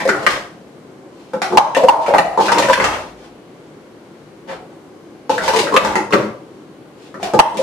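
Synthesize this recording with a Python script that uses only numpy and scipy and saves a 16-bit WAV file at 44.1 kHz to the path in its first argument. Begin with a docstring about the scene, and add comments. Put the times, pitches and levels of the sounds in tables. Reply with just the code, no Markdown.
"""Stacking cups in a hard room

Plastic cups are built into pyramids and collapsed on a mat in quick runs, in a small hard room.
Each contact rings the air in a cup, clacks and cracks its wall with filtered noise, and thuds the table.
Sparse random clicks make the hiss and scrape of sliding cups and the scuff of a foot; a step booms low.
Filtered noise lies steadily under the pauses; the loudest hits overload the input."""
import sys
import numpy as np
from scipy import signal
from scipy.fft import rfft, irfft
from scipy.io import wavfile
from scipy.ndimage import uniform_filter1d

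SR = 44100
rng = np.random.default_rng(int(sys.argv[2]) if len(sys.argv) > 2 else 0)


def waveform_to_disk(signal):
    """Save audio, clipped to [-1, 1], as 16-bit WAV at the path in sys.argv[1]."""
    frames = np.transpose(np.atleast_2d(signal))
    scaled = np.clip(frames, -1, 1) * 32767
    samples = np.round(scaled).astype(np.int16)
    wavfile.write(sys.argv[1], SR, samples)


N = 336042
FIRST_S = 0.015   # opening stretch of a contact over which its level is set


def from_db(db):
    """Gain of a level in dB."""
    return 10 ** (np.asarray(db) / 20)


def rms_one(x):
    """Scaled to rms 1."""
    return x / np.sqrt(np.mean(x ** 2) + 1e-20)


def firm(x):
    """Scaled to rms 1 over its first moments."""
    return x / np.sqrt(np.mean(x[..., :int(FIRST_S * SR)] ** 2) + 1e-20)


def decay(t, t60_s):
    """Exponential decay, 60 dB down after t60."""
    return from_db(-60 * t / t60_s)


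def ring(t, hz, t60_s, rise_s):
    """A resonance: damped sine with a short rise."""
    return np.sin(2 * np.pi * hz * t) * decay(t, t60_s) * (1 - np.exp(-t / rise_s))


def at_hz(points, hz):
    """Value of a spectrum table at a frequency, interpolated along log frequency."""
    table_hz, values = np.array(points).T
    return np.interp(np.log(hz), np.log(table_hz), values)


def drift(knots_per_s):
    """Slow random wander: straight lines between normal draws."""
    knots = rng.standard_normal(int(N / SR * 60) + 4)
    return np.interp(np.arange(N) / SR * knots_per_s, np.arange(len(knots)), knots)


def coloured(x, spectrum):
    """x filtered to a spectrum; rms 1."""
    hz = np.maximum(np.arange(N // 2 + 1) * SR / N, 1)
    return rms_one(irfft(rfft(x) * from_db(at_hz(spectrum, hz)), N))


def air_rings(t, low_hz, open_hz, low_db, open_db, t60_s, grit):
    """Air in the cup rings low with its mouth covered, higher when open; smoothed noise roughens both."""
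    covered = from_db(low_db) * firm(ring(t, low_hz, t60_s, rise_s=0.0015))
    uncovered = from_db(open_db) * firm(ring(t, open_hz, t60_s, rise_s=0.00026))
    roughness = rms_one(uniform_filter1d(grit, size=200))
    return (covered + uncovered) * (1 + (1 - np.exp(-t / 0.0075)) * roughness)


RATTLE_SHARE = 0.8   # rattle t60 as share of ring t60
SNAP_T60_S = 0.007
KNOCK_DB = 16   # first touch, added as one sample over the grit


def rim_burst(t, t60_s, grit):
    """Rims meet unevenly: a knock, a snap and a rattle of grit, partly its own on each side, drive the wall."""
    rattle = decay(t, RATTLE_SHARE * t60_s)
    snap = 1.5 * decay(t, SNAP_T60_S)
    burst = (grit[0] + 0.9 * grit[1:]) * (rattle + snap)
    burst[:, 0] += from_db(KNOCK_DB)
    return burst


# Table top modes. Each row: frequency in Hz, relative level in dB before random spread, t60 in seconds.
TABLE_MODES = [(142.8, -8, 0.062), (217, -3, 0.075), (265, -6, 0.043), (326.3, 2, 0.057),
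               (375.5, 6.5, 0.046)]


def table_thud(t):
    """Table top modes struck together, their balance varying from hit to hit."""
    modes = 0
    for hz, db, t60_s in TABLE_MODES:
        spread_db = 2.0 * rng.standard_normal()
        modes = modes + from_db(db + spread_db) * ring(t, hz, t60_s, rise_s=0.0068)
    return firm(modes)


# Cup contacts; levels are rms over the first moments, before roughening and the low cut.
# Each row: start in seconds, low ring in Hz, open ring in Hz, clack in Hz, low ring level in dB,
# open ring level in dB, clack level in dB, crack level in dB, thud level in dB, ring t60 in seconds.
CONTACTS = [(0.003, 570, 960, 1800, -34, -33, -28.5, -43, -35, 0.027),
            (0.053, 553, 915, 1830, -19, -39, -33, -38, -41, 0.042),
            (0.077, 522, 785, 1850, -22.5, -29, -30, -36, -28, 0.025),
            (0.09, 386, 810, 1450, -36, -19.5, -14, -31, -22.5, 0.034),
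            (0.228, 520, 947, 1670, -29.5, -48, -44, -44.5, -49, 0.051),
            (0.265, 556, 1313, 1780, -22.5, -20.5, -9.5, -25, -26.5, 0.033),
            (1.334, 520, 856, 1380, -27, -34, -34.5, -49, -31.5, 0.044),
            (1.418, 720, 760, 1720, -45, -21, -24, -33, -35.5, 0.062),
            (1.502, 497, 880, 2800, -35, -37, -46, -60, -30, 0.04),
            (1.524, 472, 861, 1550, -22.5, -20, -38, -48, -23, 0.031),
            (1.543, 530, 910, 1610, -27, -33, -47, -55, -28, 0.036),
            (1.573, 610, 892, 2800, -26, -1, -17.5, -21.5, -40, 0.031),
            (1.6, 630, 1065, 2210, -16, -10, -46, -51, -48, 0.031),
            (1.748, 552, 728, 2440, -29, -24, -18.5, -31.5, -48, 0.037),
            (1.767, 571, 940, 2530, -12, -17, -43, -30, -30.5, 0.04),
            (1.789, 641, 740, 2380, -20, -31, -48, -49, -45, 0.033),
            (1.835, 520, 738, 1400, -13.5, -12.5, -32, -38, -30, 0.029),
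            (1.868, 656, 926, 2650, -14.5, -31, -50, -42, -34, 0.04),
            (1.885, 560, 934, 2800, -34, 0, -34, -27, -51, 0.055),
            (1.925, 649, 929, 1410, -12, -10.5, -54, -55, -33, 0.04),
            (2.063, 565, 920, 1920, -32, -25, -25.5, -36.5, -56, 0.044),
            (2.082, 570, 711, 1870, -14.5, -19, -31.5, -41, -49, 0.035),
            (2.104, 665, 750, 1410, -21, -34, -55, -54, -46, 0.035),
            (2.138, 625, 775, 1400, -14, -8.5, -17, -40, -26, 0.04),
            (2.183, 576, 783, 1500, -18, -3.5, -8, -22, -46, 0.031),
            (2.244, 705, 710, 1443, -26, -16.5, -50, -59, -45, 0.04),
            (2.375, 482, 913, 1570, -21.5, -15.5, -41, -42, -32, 0.034),
            (2.394, 479, 889, 2070, -20, -15.5, -38, -48, -29, 0.024),
            (2.409, 552, 1020, 1950, -24.5, -22.5, -37, -39, -27.5, 0.036),
            (2.458, 635, 802, 2680, -32, -36, -26.5, -30.5, -37, 0.04),
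            (2.483, 641, 760, 1700, -28, -26.5, -17, -37, -39, 0.05),
            (2.519, 522, 942, 1940, -28, -14, -24, -27.5, -33, 0.042),
            (2.549, 491, 926, 2260, -19, -18.5, -29, -43, -24.5, 0.046),
            (2.575, 574, 958, 2110, -15.5, -16.5, -26.5, -47, -41, 0.042),
            (2.584, 528, 920, 2060, -29, -32, -34, -23.5, -30.5, 0.046),
            (2.623, 591, 956, 1900, -22, -25, -20.5, -32, -28.5, 0.049),
            (2.685, 576, 982, 1410, -18.5, -25.5, -22.5, -35, -27, 0.048),
            (2.698, 586, 970, 1460, -18.5, -16.5, -24, -34, -45, 0.03),
            (2.731, 637, 955, 2090, -35, -18, -12, -23, -44, 0.025),
            (2.776, 563, 1039, 1880, -18, -14, -35, -35, -24, 0.036),
            (2.8, 507, 925, 1980, -21.5, -19, -15, -30, -28, 0.027),
            (2.842, 598, 1260, 2020, -23, -21.5, -14, -22.5, -33, 0.028),
            (2.933, 634, 874, 2190, -36, -38, -30, -60, -64, 0.06),
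            (5.295, 505, 880, 1380, -20, -19, -35, -39.5, -29.5, 0.044),
            (5.38, 640, 910, 1470, -30.5, -38, -22.5, -38, -37.5, 0.04),
            (5.437, 613, 900, 1550, -30, -25.5, -31, -38.5, -45, 0.066),
            (5.461, 593, 935, 1420, -29, -41, -41, -37, -38, 0.04),
            (5.479, 536, 920, 2060, -23.5, -17, -24.5, -27, -45, 0.04),
            (5.535, 437, 954, 1410, -26.5, -18, -43, -35, -34, 0.04),
            (5.562, 447, 875, 2270, -23, -43, -28.5, -27.5, -31, 0.038),
            (5.589, 427, 950, 2780, -23, -20.5, -29.5, -26, -29, 0.037),
            (5.63, 568, 990, 2710, -25, -47, -42, -45, -33, 0.036),
            (5.67, 467, 940, 1800, -32, -35, -26.5, -44, -41, 0.057),
            (5.723, 400, 1070, 1750, -28.5, -21.5, -46, -44, -27.5, 0.058),
            (5.741, 449, 1090, 2540, -22, -17, -47, -33.5, -37, 0.042),
            (5.765, 564, 1187, 2410, -15, -12.5, -13, -23.5, -43, 0.035),
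            (5.848, 510, 867, 1410, -26, -15.5, -20, -29, -23, 0.025),
            (5.955, 467, 890, 1620, -27.5, -22, -18, -31.5, -23, 0.033),
            (6.107, 467, 1100, 1410, -33, -31, -44, -45, -40, 0.031),
            (6.125, 442, 1250, 2180, -14.5, -23, -22, -39, -28.5, 0.049),
            (6.134, 567, 1134, 1390, -15.5, -17, -13, -30, -12.5, 0.038),
            (6.176, 427, 1017, 1790, -26, -27, -43, -50, -35, 0.032),
            (6.225, 434, 940, 1660, -39, -42, -53, -61, -37, 0.037),
            (6.259, 390, 1034, 1940, -47, -45, -55, -64, -46, 0.04),
            (7.142, 500, 1330, 1400, -33.5, -40.5, -39, -55.5, -34.5, 0.048),
            (7.199, 430, 754, 1410, -42, -35.5, -62, -63, -56, 0.028),
            (7.229, 730, 720, 2620, -59, -25, -36, -33.5, -35, 0.044),
            (7.336, 522, 846, 1420, -19, -22, -30, -36.5, -18.5, 0.039),
            (7.391, 678, 908, 2720, -16.5, 0, -14.5, -21, -24, 0.027),
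            (7.545, 665, 900, 1440, -36, -39, -45, -44, -25.5, 0.051),
            (7.571, 510, 960, 2630, -36, -43, -34.5, -33, -49, 0.037),
            (7.589, 563, 711, 1830, -19.5, -43, -51, -52, -35, 0.037)]


def contacts():
    """Each contact sums two air rings, a wall clack, a bright crack and a table thud."""
    out, t = np.zeros((2, N + SR)), np.arange(int(0.3 * SR)) / SR
    crack_band = signal.butter(1, [2800, 6500], "band", fs=SR, output="sos")
    for start_s, low_hz, open_hz, wall_hz, low_db, open_db, wall_db, crack_db, thud_db, t60_s in CONTACTS:
        grit = rng.standard_normal((3, len(t)))
        air = air_rings(t, low_hz, open_hz, low_db, open_db, t60_s, grit[1])
        burst = rim_burst(t, t60_s, grit)
        wall_band = signal.butter(2, [wall_hz / 1.456, wall_hz * 1.27], "band", fs=SR, output="sos")
        clack = from_db(wall_db) * firm(signal.sosfilt(wall_band, burst))
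        crack = from_db(crack_db) * firm(signal.sosfilt(crack_band, burst))
        thud = from_db(thud_db) * table_thud(t)
        at = round(start_s * SR)
        out[:, at:at + len(t)] += air + clack + crack + thud
    # low cut on all contacts, thuds included
    return signal.sosfilt(signal.butter(4, 95, "high", fs=SR, output="sos"), out[:, :N] + 1e-18)


HISS_OVER_CRACK_DB, HISS_SHARE = 6.5, 1.76   # hiss t60 as multiple of ring t60


def slips():
    """Gain of the hiss after each contact, which sets the walls slipping."""
    out, t = np.zeros(N + SR), np.arange(int(0.3 * SR)) / SR
    for start_s, *_, crack_db, _thud_db, t60_s in CONTACTS:
        at = round(start_s * SR)
        out[at:at + len(t)] += from_db(crack_db + HISS_OVER_CRACK_DB) * decay(t, HISS_SHARE * t60_s)
    return out[:N]


# Cups sliding in and out of each other, hands and sleeves brushing.
# Each row: start in seconds, length in seconds, peak hiss gain in dB, peak scrape gain in dB.
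SLIDES = [(-.03, 0.066, -30.5, -21.5), (.1, 0.18, -42.5, -32.5), (0.265, 0.072, -24, -20),
          (1.045, 0.36, -60.5, -60), (1.48, .1, -50, -55), (1.98, 0.098, -39.5, -30),
          (2.116, 0.12, -31.5, -12.5), (2.374, 0.11, -27.5, -29), (2.55, 0.11, -36, -24),
          (2.688, 0.07, -29, -17.5), (2.777, .12, -27.5, -19.5), (2.88, 0.26, -45, -41),
          (3.142, 0.16, -53, -48.5), (5.288, 0.098, -31, -55), (5.399, 0.06, -36, -26.5),
          (5.493, 0.093, -38, -26.5), (5.672, 0.095, -65, -31), (5.767, 0.11, -27, -17),
          (5.902, 0.15, -47, -32.5), (6.136, 0.078, -42.5, -26), (6.926, 0.2, -56, -55),
          (7.181, 0.14, -42.5, -34), (7.42, 0.11, -45, -43), (7.566, .1, -48, -36)]


def swells(column):
    """Gain of the slides: each swells and fades as half a sine, squared."""
    t, gain = np.arange(N) / SR, 0
    for row in SLIDES:
        start_s, length_s = row[:2]
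        progress = np.clip((t - start_s) / length_s, 0, 1)
        gain = gain + from_db(row[column]) * np.sin(np.pi * progress) ** 2
    return gain


def rubbing(spectrum, clicks_per_s):
    """Dense uneven micro-clicks of two surfaces slipping, partly unlike on the two sides."""
    clicks = rng.standard_normal((3, N)) * (rng.random(N) < clicks_per_s / SR)
    grains = clicks * from_db(3 * drift(40))
    return coloured(grains[0] + 1.3 * grains[1:], spectrum)


# Hiss spectrum. Each row: frequency in Hz, relative level in dB per Hz.
HISS_COLOUR = [(900, -24), (2500, 13), (5000, 8), (9000, -0.5), (15000, -6)]


def hiss():
    """Bright slipping of cup walls, in slides and after contacts."""
    return (swells(column=2) + slips()) * rubbing(HISS_COLOUR, clicks_per_s=6200)


# Scrape spectrum. Each row: frequency in Hz, relative level in dB per Hz.
SCRAPE_SPECTRUM = [(300, 3), (900, 11.5), (1400, 3), (2300, -3.5), (3200, -55), (9000, -25)]


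def scrape():
    """Duller, sparser slipping during the slides."""
    return swells(column=3) * rubbing(SCRAPE_SPECTRUM, clicks_per_s=3300)


# Foot scuff envelope. Each row: time in seconds, gain in dB.
SCUFF_LEVEL = [(4.475, -39), (4.495, -25.5), (4.53, -36), (4.57, -65), (4.65, -82), (4.72, -49), (4.8, -94)]
# Foot scuff spectrum. Each row: frequency in Hz, relative level in dB per Hz.
SCUFF_SPECTRUM = [(180, -19), (300, -10.5), (787, -3.5), (1030, -14), (1280, -14), (2510, -21), (3140, -23),
                  (14000, -45)]


def scuff():
    """A foot scuffs the floor: micro-clicks under a drawn envelope, silent outside it."""
    time_s, db = np.transpose(SCUFF_LEVEL)
    gain = from_db(np.interp(np.arange(N) / SR, time_s, db, left=-200, right=-200))
    return gain * rubbing(SCUFF_SPECTRUM, clicks_per_s=5900)


# Step back. Each row: start in seconds, gain in dB before rise and decay, frequency in Hz, t60 in seconds.
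FOOTFALLS = [(3.04, -35.5, 53.3, 0.84)]


def footfall():
    """The floor booms under a step back: a slow, low damped sine."""
    t, boom = np.arange(N) / SR, 0
    for start_s, db, hz, t60_s in FOOTFALLS:
        boom = boom + from_db(db) * ring(np.maximum(t - start_s, 0), hz, t60_s, rise_s=0.11)
    return boom


# Left-right likeness of room sound. Each row: frequency in Hz, likeness from 0 to 1.
STEREO_LIKENESS = [(60, 1), (300, 0.92), (700, 0.76), (1500, 0.15), (4000, 0.067), (12000, 0)]


def bands(size):
    """Half-octave bands of stereo noise with the likeness of the room: (centre Hz, noise)."""
    edges_hz = 25 * 2 ** np.arange(0, 9.6, 0.5)
    white = rng.standard_normal((2, 2, size))   # two pairs, so neighbouring bands differ
    for k, (low_hz, high_hz) in enumerate(zip(edges_hz, edges_hz[1:])):
        band = signal.butter(2, [low_hz, high_hz], "band", fs=SR, output="sos")
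        mid, side = signal.sosfilt(band, white[k % 2])
        centre_hz = np.sqrt(low_hz * high_hz)
        alike = at_hz(STEREO_LIKENESS, centre_hz)
        yield centre_hz, np.sqrt(1 + alike) * mid + np.sqrt(1 - alike) * side * [[1], [-1]]


# Reverberation. Each row: frequency in Hz, t60 in seconds before the fast first decay.
TAIL_T60 = [(100, 0.46), (700, 0.51), (1800, 0.41), (12000, 0.43)]
# Nearest walls. Each row: nominal delay in seconds, level in dB.
WALL_ECHOES = [(.0045, -7.5), (.011, -7.5), (.027, -9), (.043, -26)]
TAIL_DB = 6   # tail energy per side, without wall echoes


def tail_of_room():
    """Wall echoes, a little apart on each side, then a tail that dies band by band."""
    t = np.arange(int(0.8 * SR)) / SR
    tail = sum(noise * decay(t, at_hz(TAIL_T60, hz)) for hz, noise in bands(size=len(t)))
    near_furniture = 1 + 0.65 * np.exp(-t / 0.057)   # fast first decay
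    tail = tail * (1 - np.exp(-t / 0.00095)) * near_furniture
    tail = from_db(TAIL_DB) * tail / np.sqrt(np.sum(tail ** 2) / 2)
    for k, (delay_s, db) in enumerate(WALL_ECHOES):
        lag = round(delay_s * rng.uniform(0.9, 1.1) * SR)
        side_shift = np.array([3, -3]) * (-1) ** k   # samples
        tail[[0, 1], lag + side_shift] += from_db(db)
    return tail


def room(x, count=4, turns_per_s=9):
    """Random room tails take turns, crossfading on a fixed clock, so no one tail's resonances persist."""
    turn = np.arange(N) / SR * turns_per_s % count
    mono = x.mean(axis=0)
    out = 0
    for k in range(count):
        away = np.abs((turn - k + count / 2) % count - count / 2)
        share = np.cos(np.pi / 2 * np.minimum(away, 1))
        out = out + signal.fftconvolve((share * mono)[None], tail_of_room(), axes=1)[:, :N]
    return out


# Room noise spectrum. Each row: frequency in Hz, relative level in dB per Hz.
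NOISE_COLOUR = [(15, -61), (25, -17), (48, -25.5), (134, -6.5), (161, -5), (190, 0), (223, -4.5),
                (373, 1.5), (415, -3), (607, -8.5), (658, -13.5), (713, -8), (1040, -16.5), (6030, -33),
                (16000, -36.5)]
NOISE_RMS_DB = -40   # before left bias and input


def room_noise():
    """Steady airy rumble of noise bands, each flickering a little."""
    rumble = 0
    for hz, noise in bands(size=N):
        flicker_db = 1.0 * drift(3.8)
        rumble = rumble + from_db(at_hz(NOISE_COLOUR, hz) + flicker_db) * noise
    return from_db(NOISE_RMS_DB) * rms_one(rumble)


LEFT_OVER_RIGHT_DB = 1.65


def scene():
    """Contacts, slides and steps in the room, over its noise."""
    near = contacts() + hiss() + scrape() + scuff()
    sides = from_db(LEFT_OVER_RIGHT_DB * np.array([[0.5], [-0.5]]))
    return (near + room(near) + room_noise() + footfall()) * sides


LIMIT_DB, SQUEEZE = -2, 1.0   # gain control: threshold, share of the excess dB removed
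LATE_S, ATTACK_S, RELEASE_DB_PER_S = 0.01, 0.0076, 69   # delay, smoothing time, fall before smoothing
CUTOFF_HZ = 16100


def record(dry):
    """Bass and treble roll off; gain control comes too late for the loudest attacks, which clip; the top is cut."""
    dry = signal.sosfilt(signal.butter(2, [45, 9500], "band", fs=SR, output="sos"), dry)
    peak_db = 20 * np.log10(np.abs(dry).max(axis=0) + 1e-9)
    over_db = np.maximum(peak_db - LIMIT_DB, 0)
    # peaks held, falling at the release rate
    ramp_db = RELEASE_DB_PER_S * np.arange(N) / SR
    held_db = np.maximum.accumulate(over_db + ramp_db) - ramp_db
    late_db = np.interp(np.arange(N) - LATE_S * SR, np.arange(N), held_db)
    r = np.exp(-1 / (ATTACK_S * SR))
    cut_db = SQUEEZE * signal.lfilter([1 - r], [1, -r], late_db)
    overloaded = np.clip(dry * from_db(-cut_db), -0.97, 0.97)
    top_cut = signal.cheby2(10, 40, CUTOFF_HZ, fs=SR, output="sos")
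    return np.clip(signal.sosfilt(top_cut, overloaded), -1, 1)


dry = scene()
out = record(dry)
waveform_to_disk(out)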